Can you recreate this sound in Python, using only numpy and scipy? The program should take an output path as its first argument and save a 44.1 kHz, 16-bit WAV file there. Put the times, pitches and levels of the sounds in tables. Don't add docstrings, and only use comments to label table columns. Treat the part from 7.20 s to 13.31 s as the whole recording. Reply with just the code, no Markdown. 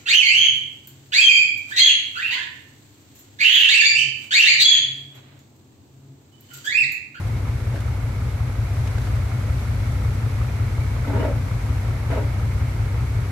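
import sys
import numpy as np
from scipy import signal
from scipy.fft import rfft, irfft
from scipy.io import wavfile
from scipy.ndimage import uniform_filter1d

SR = 44100
rng = np.random.default_rng(int(sys.argv[2]) if len(sys.argv) > 2 else 0)


def generate_wav(sig):
    pcm = np.round(np.clip(np.atleast_2d(sig).T, -1, 1) * 32767).astype(np.int16)
    wavfile.write(sys.argv[1], SR, pcm)


N = 269451
TIME = np.arange(N) / SR


def amp(db):
    return 10 ** (np.asarray(db) / 20)


def unit(x):
    return x / np.sqrt(np.mean(x ** 2) + 1e-20)


def damping(t, t60):
    return np.exp(-np.log(1000) * t / t60)


def curve_at(points, hz):
    f, value = np.transpose(points)
    return np.interp(np.log(hz + 1), np.log(f + 1), value)


def add(mix, start_s, sound):
    part = mix[:, max(round(start_s * SR), 0):][:, :sound.shape[1]]
    part += sound[:, :part.shape[1]]


def drift(top_hz):
    hz = np.fft.rfftfreq(N, 1 / SR)
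    low_pass = np.exp(-(hz / top_hz) ** 2) * (hz > 0)
    return unit(irfft(rfft(rng.standard_normal(N)) * low_pass, N))


def noise(spectrum, size=N, tilt_db=0):
    # frequency in Hz, left-right correlation.
    coherence = [(60, .99), (160, .96), (260, .87), (430, .64), (710, .37), (1200, .26), (2000, .2),
                 (3100, 0), (14000, 0)]
    hz = np.fft.rfftfreq(size, 1 / SR)
    left, independent = rfft(rng.standard_normal((2, size)))
    shared = np.clip(curve_at(coherence, hz), -1, 1)
    pair = np.array([left, shared * left + np.sqrt(1 - shared ** 2) * independent])
    octaves = np.log2(np.maximum(hz, 100) / 1000)
    return irfft(pair * amp(curve_at(spectrum, hz) + tilt_db * octaves), size) * np.sqrt(SR / 2)


def mounds(x, t60, echoes_per_s=1500):
    t = np.arange(SR // 2) / SR
    taps = rng.standard_normal((2, len(t))) * (rng.random((2, len(t))) < echoes_per_s / SR)
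    taps *= damping(t, t60)
    taps /= np.linalg.norm(taps, axis=1, keepdims=True)
    return signal.fftconvolve(x, taps, axes=1)[:, :N]


def gust_db(lull_db, swell_db, fade_s, start_s=1.36, rise_s=.28):
    age = TIME - start_s
    fade = np.exp(-np.maximum(age - rise_s, 0) / fade_s)
    return lull_db + swell_db * np.clip(age / rise_s, 0, 1) * fade


def air():
    # frequency in Hz, relative spectral density in dB.
    hiss = [(100, -91), (1500, -81.5), (3200, -86), (4200, -84.5), (4900, -87.5), (6200, -87.5),
            (7000, -90), (7900, -89), (9200, -94.5), (10700, -90.5), (12200, -92), (14300, -98)]
    flicker_db = .3 * drift(30) + .2 * drift(6)
    return noise(hiss) * amp(gust_db(lull_db=-1.18, swell_db=2.0, fade_s=4.1) + flicker_db)


def grit(cracks_per_s=900):
    # start in seconds, level in dB, decay time in seconds, tilt in dB per octave.
    crunches = [(.068, -41, .008, 2.5), (.162, -36, .025, -1.5), (.536, -32, .005, -.5),
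                (.543, -23.5, .005, -3), (.553, -28.5, .004, -1.5), (.559, -32, .003, 2.5),
                (.564, -32, .016, -2.5), (.588, -41, .012, 3), (.602, -37.5, .01, 3.5),
                (1.673, -21, .0045, .5), (1.709, -38, .005, 4.5), (1.781, -29, .007, -.5),
                (1.815, -38, .012, 2.5), (1.850, -38, .012, 2), (1.866, -34, .012, 0)]
    # frequency in Hz, relative level in dB.
    grain_spectrum = [(120, -15), (250, 3), (600, -1), (1100, -9), (1650, -6), (2500, -14), (4200, -16),
                      (8000, -26), (14000, -37)]
    out, t = np.zeros((2, N)), np.arange(SR // 5) / SR
    for start_s, db, decay_s, tilt_db in crunches:
        impulses = rng.random(len(t)) < cracks_per_s / SR
        cracks = signal.lfilter([1], [1, -np.exp(-1 / (.00086 * SR))], impulses)
        burst = noise(grain_spectrum, size=len(t), tilt_db=tilt_db) * (1 + cracks)
        envelope = (1 - np.exp(-t / .0015)) * np.exp(-t / decay_s)
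        add(out, start_s, amp(db) * unit(burst + .11 * burst[::-1]) * envelope)
    return out


def chips():
    # start in seconds, frequency in Hz, level in dB, t60 in seconds.
    clicks = [(.5595, 1560, -31, .016), (.582, 1620, -37.5, .08), (1.674, 2350, -35, .015),
              (1.7815, 1530, -31, .022), (1.836, 1400, -37, .025), (1.869, 1380, -37, .025)]
    out, t = np.zeros((2, N)), np.arange(SR // 10) / SR
    for start_s, hz, db, t60 in clicks:
        ring = np.sin(2 * np.pi * (hz * t + .2 * rng.random((2, 1))))
        add(out, start_s, amp(db) * ring * damping(t, t60))
    return out


def shaft(hz, wander_s, start_s):
    return hz * (TIME - start_s + wander_s * drift(.44))


def drone(cycles, orders, waver, dispersion=0):
    out = np.zeros(N)
    knots = np.linspace(0, TIME[-1], num=20)
    for order, db in orders:
        sway = np.interp(TIME, knots, rng.standard_normal(len(knots)))
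        phase = 2 * np.pi * order * (cycles - dispersion * order / 2)
        out += amp(db) * (1 + waver * sway) * np.cos(phase)
    return np.sqrt(2) * out


def diesel_and_fan():
    # multiple of the firing rate, relative level in dB.
    diesel_orders = [(1, -49.2), (2, -35.3), (3, -42.9)]
    # multiple of the blade rate, relative level in dB.
    fan_orders = [(1, -33.2), (3, -46.4)]
    diesel = drone(shaft(hz=33.94, wander_s=.0006, start_s=rng.random()), diesel_orders, waver=.15)
    fan = drone(shaft(hz=52.51, wander_s=.00025, start_s=rng.random()), fan_orders, waver=.2)
    return diesel + fan


def rattle(taps_per_s=14):
    # frequency in Hz, relative level of the softest tap in dB, t60 in seconds.
    loose_parts = [(1000, -59, .06), (1290, -54, .06), (1420, -56, .05), (1560, -59, .05), (2200, -57, .07),
                   (2380, -62, .05)]
    out, t = np.zeros(N), np.arange(SR // 8) / SR
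    for hz, db, t60 in loose_parts:
        taps = rng.random(N) < taps_per_s / SR
        force = amp(3.5 * np.minimum(rng.exponential(1, N), 3))
        ring = amp(db) * damping(t, t60) * np.sin(2 * np.pi * hz * t)
        out += signal.oaconvolve(taps * force, ring)[:N]
    return out + mounds(out[None], t60=.19)


def metallic_pings(t60=.1, pair_ratio=1.06):
    # start in seconds, lower mode in Hz, relative level in dB.
    pings = [(.194, 1200, -41), (.676, 1300, -40), (1.465, 2400, -41), (1.867, 1300, -39),
             (2.142, 1400, -40), (2.639, 2200, -40), (2.751, 1350, -37), (3.283, 2400, -41),
             (3.424, 1310, -38), (3.482, 2250, -40), (3.709, 2250, -40), (4.389, 950, -41),
             (4.621, 2100, -40), (5.041, 1380, -39), (5.101, 1290, -37), (5.592, 1350, -40)]
    out, t = np.zeros((2, N)), np.arange(SR // 6) / SR
    envelope = (1 - np.exp(-t / .001)) * damping(t, t60)
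    for start_s, hz, db in pings:
        pair_hz = hz * np.array([pair_ratio, 1])[:, None, None]
        upper, lower = np.sin(2 * np.pi * (pair_hz * t + rng.random((2, 2, 1))))
        add(out, start_s, amp(db) * (lower + upper / 2) * envelope)
    return out


def diesel_knock(cycles, cylinder_db=7.5, spread_db=1.7, decay_s=.005):
    # frequency in Hz, relative level in dB.
    block_response = [(300, -60), (800, -32), (1150, 0), (1300, 1), (1420, -2), (1600, -31), (2200, -32),
                      (5000, -70)]
    out, t = np.zeros((2, N)), np.arange(2048) / SR
    envelope = (1 - np.exp(-t / .0005)) * np.exp(-t / decay_s)
    firings = np.flatnonzero(np.diff(np.floor(6 * cycles)) > 0)
    for at in firings:
        db = -42.5 + cylinder_db * np.cos(2 * np.pi * cycles[at])
        db += spread_db * np.clip(rng.standard_normal(), -2, 2)
        add(out, at / SR, amp(db) * unit(noise(block_response, size=len(t))) * envelope)
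    return out


def exhaust(cycles, cycle_hz, thump_hz=90, thump_s=.008):
    # multiple of the four-stroke cycle rate, relative level in dB.
    orders = [(9, -44.3), (10, -44.5), (11, -51.7), (12, -31.4), (13, -50.8), (14, -42.4), (15, -35.2),
              (16, -40.9), (17, -39.9), (18, -28.6), (19, -41.7), (20, -32.0), (21, -30.1), (22, -37.9),
              (23, -33.6), (24, -39.6), (25, -45.3), (26, -51.8), (35, -51.5), (41, -48.8), (46, -53.9),
              (50, -54.3)]
    firing_orders = [row for row in orders if row[0] % 6 == 0]
    uneven_orders = [row for row in orders if row[0] % 6]
    hum = drone(cycles - .021, firing_orders, waver=.07, dispersion=.002)
    chug = drone(cycles - .354, uneven_orders, waver=.11, dispersion=.18)
    age = ((cycles - .061 + .5) % 1 - .5) / cycle_hz
    thump = amp(-24) * np.sin(2 * np.pi * thump_hz * age) * np.exp(-(age / thump_s) ** 2)
    return thump - hum - chug


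def excavator(cycle_hz=5.4625):
    # frequency in Hz, relative spectral density in dB.
    rumble = [(10, -80), (25, -69), (40, -58), (53, -52), (70, -53), (80, -46), (86, -52), (100, -48),
              (125, -55), (150, -59), (195, -63), (240, -62.5), (330, -67), (520, -68.5), (900, -73.5),
              (2000, -81), (6000, -120)]
    # frequency in Hz, relative spectral density in dB.
    clatter = [(200, -104), (600, -80), (950, -74.5), (1090, -80), (1300, -73.5), (1520, -78),
               (1720, -80.5), (2030, -76.5), (2200, -72.5), (2310, -76.5), (2450, -81), (2800, -86),
               (5000, -100), (14000, -120)]
    cycles = shaft(cycle_hz, wander_s=.00026, start_s=.1022)
    tones = exhaust(cycles, cycle_hz)
    firing = np.cos(2 * np.pi * 6 * cycles)
    crank = np.cos(2 * np.pi * 2 * cycles)
    shake = unit(amp(firing + .7 * crank + .6 * drift(14)))
    chuff = unit(amp(.5 * np.cos(2 * np.pi * cycles) + .5 * drift(35)))
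    return tones + chuff * noise(rumble) + shake * noise(clatter) + diesel_knock(cycles)


def flare_and_squeaks():
    # start in seconds, centre in Hz, bandwidth in Hz, level in dB, length in seconds.
    bursts = [(3.596, 2270, 150, -43, 0.047), (3.835, 1330, 250, -36.5, 0.03),
              (3.975, 2920, 130, -47, 0.07)]
    out, t = np.zeros((2, N)), np.arange(SR // 4) / SR
    for start_s, hz, width, db, length_s in bursts:
        band = [(hz / (1 + 2 * width / hz), -40), (hz - width / 2, -6), (hz, 0),
                (hz + width / 2, -6), (hz + 2 * width, -40)]
        ring = unit(noise(band, size=len(t)))
        envelope = np.sin(np.pi * np.minimum(t / length_s, 1))
        add(out, start_s, amp(db) * ring * envelope)
    return out


def rock_on_plate(db, spot_hz, spot_db, crush_db, tilt_db, spot_width_hz=66, onset_s=.0044):
    # frequency in Hz, relative level in dB, t60 in seconds.
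    plate_modes = [(226, -11, .3), (291, -6, .3), (385, -7, .2), (412, -5, .2), (481, -5.5, .26),
                   (564, -5, .32), (634, -4, .19), (685, -5, .14), (775, -12, .2), (838, -7.5, .15),
                   (893, -5.5, .14), (945, -4.5, .16), (1130, -14, .15), (1315, -12, .18), (1400, -15, .14),
                   (2040, -18, .15)]
    # frequency in Hz, relative level in dB.
    crush_spectrum = [(120, -7), (260, 15), (340, 0), (420, 7.5), (660, 13.5), (760, -9), (930, 8),
                      (1100, -5), (1350, 0.5), (1750, -4.5), (2150, -7.5), (2900, -15), (4500, -25),
                      (10000, -36.5)]
    t = np.arange(SR // 2) / SR
    hz, mode_db, t60 = np.transpose(plate_modes)[:, :, None]
    favoured = np.exp(-((hz - spot_hz) / spot_width_hz) ** 2)
    share = amp(mode_db + spot_db * favoured + rng.standard_normal(hz.shape))
    detuned_hz = hz * (1 + .014 * rng.standard_normal(hz.shape))
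    phase = 2 * np.pi * (detuned_hz * t + rng.random(hz.shape))
    ring = (share * damping(t, t60) * np.sin(phase)).sum(0) / np.linalg.norm(share)
    grain_db = 1.5 * unit(uniform_filter1d(rng.standard_normal(len(t)), size=160))
    crush_envelope = unit(amp(grain_db)) * np.exp(-t / .032)
    crush = unit(noise(crush_spectrum, size=len(t), tilt_db=tilt_db)) * crush_envelope
    blend = (ring + amp(crush_db) * crush) * np.sqrt(2 / (1 + amp(crush_db) ** 2))
    return amp(db) * (1 - np.exp(-t / onset_s)) * blend


def rocks():
    # start in seconds, level in dB, frequency the struck spot favours in Hz, its boost in dB,
    # crush relative to ring in dB, tilt of the crush in dB per octave.
    impacts = [(3.871, -25, 291, 14, -9, 2.5), (3.896, -26, 291, 11, -7, 1), (3.930, -25, 392, 13, -1, 0),
               (3.955, -22.5, 500, 9, -1, -0.5), (3.995, -23, 280, 20, 2.5, -1.5),
               (4.024, -23, 440, 6.5, -10, 2.5), (4.040, -27, 940, 9, -1, 2),
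               (4.044, -21, 626, 10, -9, -2.5), (4.078, -25, 503, 7, 0, -7),
               (4.900, -26.5, 420, 5, -1.5, 2.5), (4.921, -23.5, 685, 6, -4.5, 2.5),
               (4.959, -25, 400, 6, -2, 0), (4.975, -24.5, 634, 5, -5, 0), (5.018, -34, 564, 10, -4, -3)]
    out = np.zeros((2, N))
    for start_s, *impact in impacts:
        add(out, start_s, rock_on_plate(*impact))
    return out


def scene():
    carry = amp(gust_db(lull_db=-1.32, swell_db=1.22, fade_s=98))
    machines = carry * (excavator() + rattle() + metallic_pings() + diesel_and_fan())
    transients = rocks() + flare_and_squeaks()
    echoes = amp(-10) * mounds(transients, t60=.2)
    return machines + air() + transients + echoes + grit() + chips()


def record(dry, cutoff_hz=14450):
    # frequency in Hz, left minus right level in dB.
    balance = [(55, .9), (120, 2.0), (300, 1.1), (650, 1.5), (1300, -.4), (2300, -2.7), (4200, -1),
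               (7600, 1.5), (13000, 4.5)]
    lean_db = curve_at(balance, np.fft.rfftfreq(N, 1 / SR)) / 2
    coloured = irfft(rfft(dry) * amp([lean_db, -lean_db]), N)
    low_pass = signal.firwin(511, cutoff_hz, window=("kaiser", 9), fs=SR)
    return signal.oaconvolve(coloured, low_pass[None], "same", axes=1)


dry = scene()
out = record(dry)
generate_wav(out)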